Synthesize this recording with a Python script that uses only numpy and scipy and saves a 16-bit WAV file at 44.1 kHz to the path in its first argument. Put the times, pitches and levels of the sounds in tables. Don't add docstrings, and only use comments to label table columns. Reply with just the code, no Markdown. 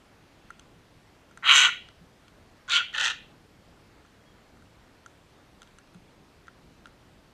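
import sys
import numpy as np
from scipy import signal
from scipy.fft import rfft, irfft, next_fast_len
from scipy.io import wavfile
from scipy.ndimage import uniform_filter1d, map_coordinates

SR = 44100
rng = np.random.default_rng(int(sys.argv[2]) if len(sys.argv) > 2 else 0)


def int16_out(signal):
    q = np.round(np.clip(np.atleast_2d(signal).T, -1, 1) * 32767)
    wavfile.write(sys.argv[1], SR, q.astype(np.int16))


def decibels_to_gain(level_db):
    exponent = np.asarray(level_db, float) / 20
    return 10 ** exponent


N = 323253

# (frequency [Hz], level per Hz [dB])
AIR_COLOUR = [(12, -32), (20, -4), (49, -2), (92, -2), (202, -4.5), (238, -5.5), (324, -6), (372, -8),
              (857, -12.5), (932, -13.5), (1580, -16), (1920, -17.5), (4550, -24), (13900, -39.5),
              (15500, -48.5)]
AIR_DB = -57

# (start [s], crest [s], end [s], first level [dB], crest level [dB])
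FAR_RASP = (.2, .6, .74, -76, -70.5)
# (frequency [Hz], width [Hz], level [dB])
FAR_THROAT = [(1800, 270, -9.5), (2670, 320, -2), (3450, 400, -6)]
# (time [s], length [s], frequency [Hz], level [dB])
WHISTLES = [
    (4.203, .03, 3280, -70),
    (4.256, 0.055, 3300, -65.5),
    (4.312, .016, 3240, -65),
]

# (time [s], peak level [dB], frequency [Hz])
THUDS = [
    (0.759, -57, 168),
    (0.964, -58, 143),
    (2.009, -50.5, 174.5),
    (3.89, -69, 201),
    (5.95, -46.5, 178),
]
# (time [s], length [s], frequency [Hz], level [dB])
RUSTLES = [
    (5.066, .08, 6100, -75),
    (5.672, .03, 2600, -68),
    (5.872, .02, 2400, -70),
    (5.93, .04, 9500, -78),
    (5.945, .02, 3000, -70),
]

# (time [s], shell snap level [dB], hollow ring re snap [dB], dry husk re snap [dB])
CRACKS = [(0.5042, -52, 16, 0), (0.595, -44.5, -9, -5.5), (1.311, -70, 18, 6), (1.3739, -48, 13.5, -3),
          (1.8869, -47, 0.5, -15.5), (2.2807, -46, -10, -19), (3.7762, -66, 10, -9),
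          (4.0489, -64.5, 12, -11.5), (4.0614, -60.5, -5.5, -12), (4.5708, -68, 9, -1),
          (4.6224, -60, 8, -11.5), (5.0611, -46.5, 4.5, -5), (5.6183, -43, -2, -8.5),
          (5.6297, -43.5, -7, -14), (5.6735, -52, -4, -15.5), (5.7853, -49, 0, -3.5), (5.874, -55, -5, -17),
          (5.9454, -52, 0, -9.5), (6.47, -53, 0, -12), (6.4812, -49, 12.5, -16), (6.8566, -42.5, -1, -18),
          (6.8692, -58, 9, -4)]
# (frequency [Hz], level [dB], time to die by 60 dB [s])
HOLLOW = [(1100, -14, .012), (1394, 0, .022), (1540, -7, .02), (1850, -8, .014)]
# (frequency [Hz], level [dB], time to die by 60 dB [s])
SHELL = [(2920, -1.5, .012), (3254, 3.5, .012), (4000, -4.5, .01)]
# (frequency [Hz], level [dB], time to die by 60 dB [s])
HUSK = [(6200, 0, .012), (6900, -3, .007), (7700, -3, .006), (8700, -5, .006)]

# (time [s], length [s], first pitch [Hz], last pitch [Hz], level [dB])
COOS = [
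    (1.678, .024, 1420, 1420, -24),
    (1.67, .04, 420, 380, -55),
    (2.796, .027, 1400, 1380, -31),
    (2.79, .035, 420, 390, -58),
    (3.07, .04, 920, 830, -48),
]
# (time [s], peak level [dB], sharpness [dB])
SPITS = [(1.4587, -30.5, -6), (1.4785, -25.5, -5.5), (1.4985, -20.5, -5.5), (1.5644, -3, -18.5),
         (2.697, -18, -14), (2.7184, -6, -21), (2.953, -19, -21), (2.9896, -37, -5), (3.0004, -12, -15),
         (3.0117, -7.5, -17), (3.0384, -17, -10), (3.046, -9, -8.5), (3.0554, -15, -12.5),
         (3.1194, -32, -23)]

# (frequency [Hz], width [Hz], level [dB])
LONG_CALL = [
    [(399.5, 67, -39), (1003.4, 300, -9), (1484, 130, 5.5), (1654, 87, -30), (1963, 270, 4.5)],
    [(2198, 150, -2.5), (2666, 150, -4.5), (2910, 110, 3), (3280, 70, 2.5), (3540, 330, -13),
     (3940, 340, -8)],
    [(5000, 700, -18.5), (6220, 160, 3), (6885, 400, -5.5), (7380, 250, -1.5), (8300, 620, -15.5)],
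]
# (frequency [Hz], width [Hz], level [dB])
SHORT_CALL = [
    [(393, 120, -29.5), (1083, 87, -11), (1433, 25.6, 7), (1840, 430, -14)],
    [(2560, 190, -5), (2770, 190, -3), (3180, 186, 3), (3540, 103, 3.5), (3930, 340, -7.5)],
    [(5760, 560, -8), (6150, 500, -2.5), (7300, 610, -8.5), (8540, 550, -24)],
]
# (frequency [Hz], width [Hz], level [dB])
HOARSE_CALL = [
    [(547, 130, -22), (864, 41, -8.5), (1414, 95, 1), (1840, 100, 2.5), (2170, 200, -12.5)],
    [(2533, 250, -2), (3002, 300, 1), (3270, 200, 2.5), (3750, 300, -2.5), (4367, 400, -9.5)],
    [(5277, 1600, -6.5), (6300, 630, 2), (7217, 880, -3.5), (8317, 1100, -12)],
]
TRACTS = [LONG_CALL, SHORT_CALL, HOARSE_CALL]
# (frequency [Hz], width [Hz], level [dB])
HISSES = [
    [(9300, 900, -1.5), (10200, 1400, -0.5), (11660, 730, -7.5), (12580, 500, -20), (13500, 600, -9),
     (14900, 560, -12.5)],
    [(9300, 1200, 0.5), (10390, 900, -1), (11600, 700, -9.5), (12600, 300, -35), (13600, 800, -26),
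     (14900, 600, -24)],
    [(9340, 1000, -0.5), (10400, 900, -1.5), (11684, 700, -6), (12530, 300, -36), (13600, 800, -20),
     (14940, 600, -24)],
]
# (low edge [Hz], high edge [Hz])
BANDS = [
    (280, 2280),
    (1900, 4800),
    (4500, 9300),
    (8600, 16000),
]
# (burst life [s], leak between bursts [0-1])
RATTLES = [
    (.0055, .5),
    (.0028, .2),
    (.002, .08),
    (.0016, .035),
]
# (time [s], effort [dB], bill opening [0-1])
EFFORTS = [
    [(1.425, -59.5, 0.5), (1.447, -28.5, 0.13), (1.467, -19, 0), (1.501, -11.5, 0.13), (1.563, -15, 0.85),
     (1.661, -15.5, .45), (1.703, -42, 0.65)],
    [(2.678, -49, .8), (2.69, -42, 0.65), (2.698, -28, 0.34), (2.724, -18, 0.4), (2.772, -17, 0.41),
     (2.822, -46, .05)],
    [(2.928, -48, 0.6), (2.949, -32, .5), (2.96, -30.5, 0.5), (3.04, -24, 0.58), (3.046, -23, 0.72),
     (3.11, -29, 0.56), (3.128, -35, 0)],
]
# (bursts a second [Hz], their drift [Hz/s], windpipe re throat at full effort [dB],
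# windpipe gain per dB of lost effort [dB/dB], hiss re throat with the bill shut [dB])
VOICES = [
    (146.6, -65, -6, 0.6234, -37),
    (143, 190, -9, 0.7463, -38.5),
    (107.3, 5, -2, 0.32, -39),
]
# (timing scatter [0-1], size scatter [dB], off-beat closure [dB])
ROUGHNESS = [
    (.2, 1.5, -10),
    (.2, 2, -13),
    (.5, 2.5, -4),
]
SAGS = [
    (.013, 0),
    (.06, 1.6),
    (.015, 0),
]
BEAK_SHUT_DB, BEAK_OPENS_DB, HISS_OPENS_DB = -27.5, 27.5, 15.5
HISS_FADES_DB_PER_S = -29.5

# (frequency [Hz], time to die by 60 dB [s], level [dB])
WALLS = [(500, 0.11, -1), (1320, 0.25, -3.5), (2300, .36, 3), (3120, 0.4, -3.5), (4106, .36, -2.5),
         (5200, 0.22, 1.5), (6200, 0.23, 0), (8000, 0.31, -9.5), (14000, 0.37, 2)]
MOVES = [0, 2.5, 2.9, 8]


def unit(x):
    return x / np.sqrt(np.mean(x ** 2) + 1e-20)


def along(points, hz):
    f, v = np.transpose(points)
    return np.interp(np.log(hz + 1), np.log(f + 1), v)


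def filtered(x, response):
    size = next_fast_len(len(x) + 8192)
    spectrum = rfft(x, size) * response(np.fft.rfftfreq(size, 1 / SR))
    return irfft(spectrum, size)[:len(x)]


def band(x, order, edges):
    return signal.sosfilt(signal.butter(order, edges, "bandpass", fs=SR, output="sos"), x)


def resonant(x, modes, edges):
    def ring(hz):
        total = 0
        for k, (centre, width, db) in enumerate(modes):
            damping = 1j * hz * width
            total = total + (-1) ** k * decibels_to_gain(db) * damping / (centre ** 2 - hz ** 2 + damping)
        return total

    return band(filtered(x, ring), 4, edges)


def add_at(out, s, sound):
    out[round(s * SR):][:len(sound)] += sound


def air(patchy_db=1.0):
    z = signal.stft(rng.standard_normal(N + 512), nperseg=512)[2]
    patches = uniform_filter1d(rng.standard_normal(z.shape), 8, 0)
    patches = uniform_filter1d(patches, 20, 1)
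    hiss = signal.istft(z * decibels_to_gain(patchy_db * unit(patches)), nperseg=512)[1][:N]
    return decibels_to_gain(AIR_DB) * unit(filtered(hiss, lambda hz: decibels_to_gain(along(AIR_COLOUR, hz))))


def far_birds():
    t = np.arange(N) / SR
    start, crest, end, first_db, crest_db = FAR_RASP
    swell_db = np.interp(t, [start, crest, end], [first_db, crest_db, first_db], -150, -150)
    out = decibels_to_gain(swell_db) * unit(resonant(rng.standard_normal(N), FAR_THROAT, (1400, 4200)))
    for s, length, hz, db in WHISTLES:
        swell = np.sin(np.pi * np.clip((t - s) / length, 0, 1)) ** 0.5
        out = out + decibels_to_gain(db) * swell * np.sin(2 * np.pi * hz * t)
    return out


def thuds():
    out, t = np.zeros(N + SR), np.arange(SR // 5) / SR
    for s, db, hz in THUDS:
        soft_start = 1 - np.exp(-t / 0.0052)
        add_at(out, s, decibels_to_gain(db + 8.0 - 60 * t / 0.13) * np.sin(2 * np.pi * hz * t) * soft_start)
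    return out[:N]


def rustles():
    out = np.zeros(N)
    for s, length, hz, db in RUSTLES:
        u = np.arange(round(length * SR)) / round(length * SR)
        puff = resonant(rng.standard_normal(len(u)), [(hz, hz / 2, 0)], (hz * .6, hz * 1.34))
        add_at(out, s, decibels_to_gain(db) * np.sin(np.pi * np.sqrt(u)) * unit(puff))
    return out


def rung(modes, t):
    out = 0
    for hz, db, t60 in modes:
        fading = decibels_to_gain(db + rng.normal(0, 1.9) - 60 * t / t60)
        out = out + fading * np.sin(2 * np.pi * hz * rng.normal(1, 0.0059) * t)
    return out


def snap(edges, t):
    return band(decibels_to_gain(-60 * t / .009) * rng.standard_normal(len(t)), 3, edges)


def cracks():
    out, t = np.zeros(N + SR), np.arange(SR // 16) / SR
    for s, db, hollow_db, husk_db in CRACKS:
        shell = 0.4 * rung(SHELL, t) + 2.1 * snap((2300, 4500), t)
        husk = rung(HUSK, t) + 1.58 * snap((5600, 9500), t)
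        ring = decibels_to_gain(hollow_db + 7.0) * rung(HOLLOW, t) + decibels_to_gain(4.5) * shell + decibels_to_gain(husk_db + 10.0) * husk
        add_at(out, s, decibels_to_gain(db) * ring * (1 - np.exp(-t / .0009)))
    return out[:N]


def coos():
    out = np.zeros(N)
    for s, length, first_hz, last_hz, db in COOS:
        u = np.arange(round(length * SR)) / round(length * SR)
        phase = 2 * np.pi * np.cumsum(first_hz + (last_hz - first_hz) * u) / SR
        add_at(out, s, decibels_to_gain(db) * np.sin(np.pi * u ** 1.46) ** 0.66 * np.sin(phase))
    return out


def spits():
    puffs, t = np.zeros((3, N)), np.arange(SR // 100) / SR
    for s, db, sharp_db in SPITS:
        beak_db = db + sharp_db + 14.5
        gains = decibels_to_gain([[db + 7.0], [beak_db], [beak_db + 1 - 20.5]])
        puffs[:, round(s * SR):][:, :len(t)] += gains * decibels_to_gain(-60 * t / 0.0028) * rng.standard_normal(len(t))
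    groups = HOARSE_CALL[1:] + HISSES[2:]
    return sum(resonant(puff, group, edges) for puff, group, edges in zip(puffs, groups, BANDS[1:]))


def closures(rate, scatter, size_db, offbeat_db):
    cycles = 2 * np.cumsum(rate) / SR
    luck = np.clip(rng.standard_normal((160, 2)), -1.5, 1.5)[:int(cycles[-1]) + 1]
    beat = np.arange(len(luck))
    at = np.searchsorted(cycles, beat + np.clip(scatter * luck[:, 0], -.9, .9))
    strength = decibels_to_gain(size_db * luck[:, 1] + offbeat_db * (beat % 2))
    return np.bincount(np.clip(at, 0, len(rate) - 1), strength, len(rate))


def syrinx(slaps, rattle, life, leak, slap=3.5, filling=.07):
    t = np.arange(SR // 40) / SR
    burst = np.exp(-t / life) * (1 - np.exp(-t * SR / 10))
    gate = signal.fftconvolve(slaps, burst)[:len(slaps)]
    leaking = leak * np.clip(np.arange(len(slaps)) / SR / filling, .15, 1)
    return rattle * (gate + leaking) - slap * slaps


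def wavering(x, modes, edges, shift=.013, pull=0, rate=30):
    knots = rng.standard_normal(40)
    restless = map_coordinates(knots, [np.arange(len(x)) * rate / SR]) * 1.1 / (1 + pull ** 2)
    share = .5 + .5 * np.tanh(restless + pull * np.linspace(1, -2.4, len(x)))
    short, long = [resonant(x, [(k * hz, width, db) for hz, width, db in modes], edges)
                   for k in (1 + shift, 1 - shift)]
    return unit(np.sqrt(share) * short + np.sqrt(1 - share) * long)


def screech(rows, voice, tract, top, rough, sag):
    rate, drift, pipe_db, lead, hiss_db = voice
    s, *cols = np.transpose(rows)
    t = np.arange(s[0], s[-1] + 0.004, 1 / SR)
    age = t - s[0]
    effort_db, gape = [np.interp(t, s, c) for c in cols]
    slaps = closures(rate + drift * age, *rough)
    spiky = decibels_to_gain(3.6 * rng.standard_normal(SR))
    rattle = unit(rng.standard_normal(SR) * spiky)[:len(t)]
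    parts = zip(tract + [top], BANDS, RATTLES, [(), sag, (), ()])
    pipe, throat, beak, hiss = [wavering(syrinx(slaps, rattle, *burst), group, edges, *swing)
                                for group, edges, burst, swing in parts]
    low = decibels_to_gain(pipe_db + lead * (effort_db.max() - effort_db)) * pipe
    joins = np.cumprod([(-1) ** (len(group) + 1) for group in tract[1:]])
    beak = decibels_to_gain(BEAK_SHUT_DB + BEAK_OPENS_DB * gape) * beak
    hiss = decibels_to_gain(hiss_db + HISS_OPENS_DB * gape + HISS_FADES_DB_PER_S * age) * hiss
    voiced = throat - low + joins[0] * beak + joins[1] * hiss
    return s[0], np.clip((t[-1] - t) / 0.012, 0, 1) * decibels_to_gain(effort_db - 3.5) * voiced


def screeches():
    out = np.zeros(N + SR)
    for settings in zip(EFFORTS, VOICES, TRACTS, HISSES, ROUGHNESS, SAGS):
        add_at(out, *screech(*settings))
    return out[:N]


def garden(x, delay=.011):
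    out = np.zeros(N)
    n = np.arange(N)
    for start, end in zip(MOVES, MOVES[1:]):
        hz, t, z = signal.stft(rng.standard_normal(SR // 2), SR, nperseg=256)
        t60, colour_db = [along([(row[0], row[k]) for row in WALLS], hz)[:, None] for k in (1, 2)]
        tail = signal.istft(z * decibels_to_gain(colour_db - 60 * t / t60), SR, nperseg=256)[1]
        heard = x * (n >= start * SR) * (n < end * SR)
        late = np.pad(heard, (round(delay * SR), 0))
        out = out + signal.fftconvolve(late, tail / np.linalg.norm(tail))[:N]
    return out


def scene():
    calls, notes, seeds = screeches() + spits(), coos(), cracks()
    echoes = garden(decibels_to_gain(-8) * calls + decibels_to_gain(-23) * notes + decibels_to_gain(-17) * seeds)
    return (calls + notes + seeds + echoes + thuds() + rustles() + far_birds() + air())[None]


def band_limit(x):
    return signal.sosfilt(signal.butter(12, 15700, fs=SR, output="sos"), x)


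def record(dry):
    mix = filtered(dry[0], lambda hz: hz < 15260)[None]
    return band_limit(mix)


dry = scene()
out = record(dry)
int16_out(out)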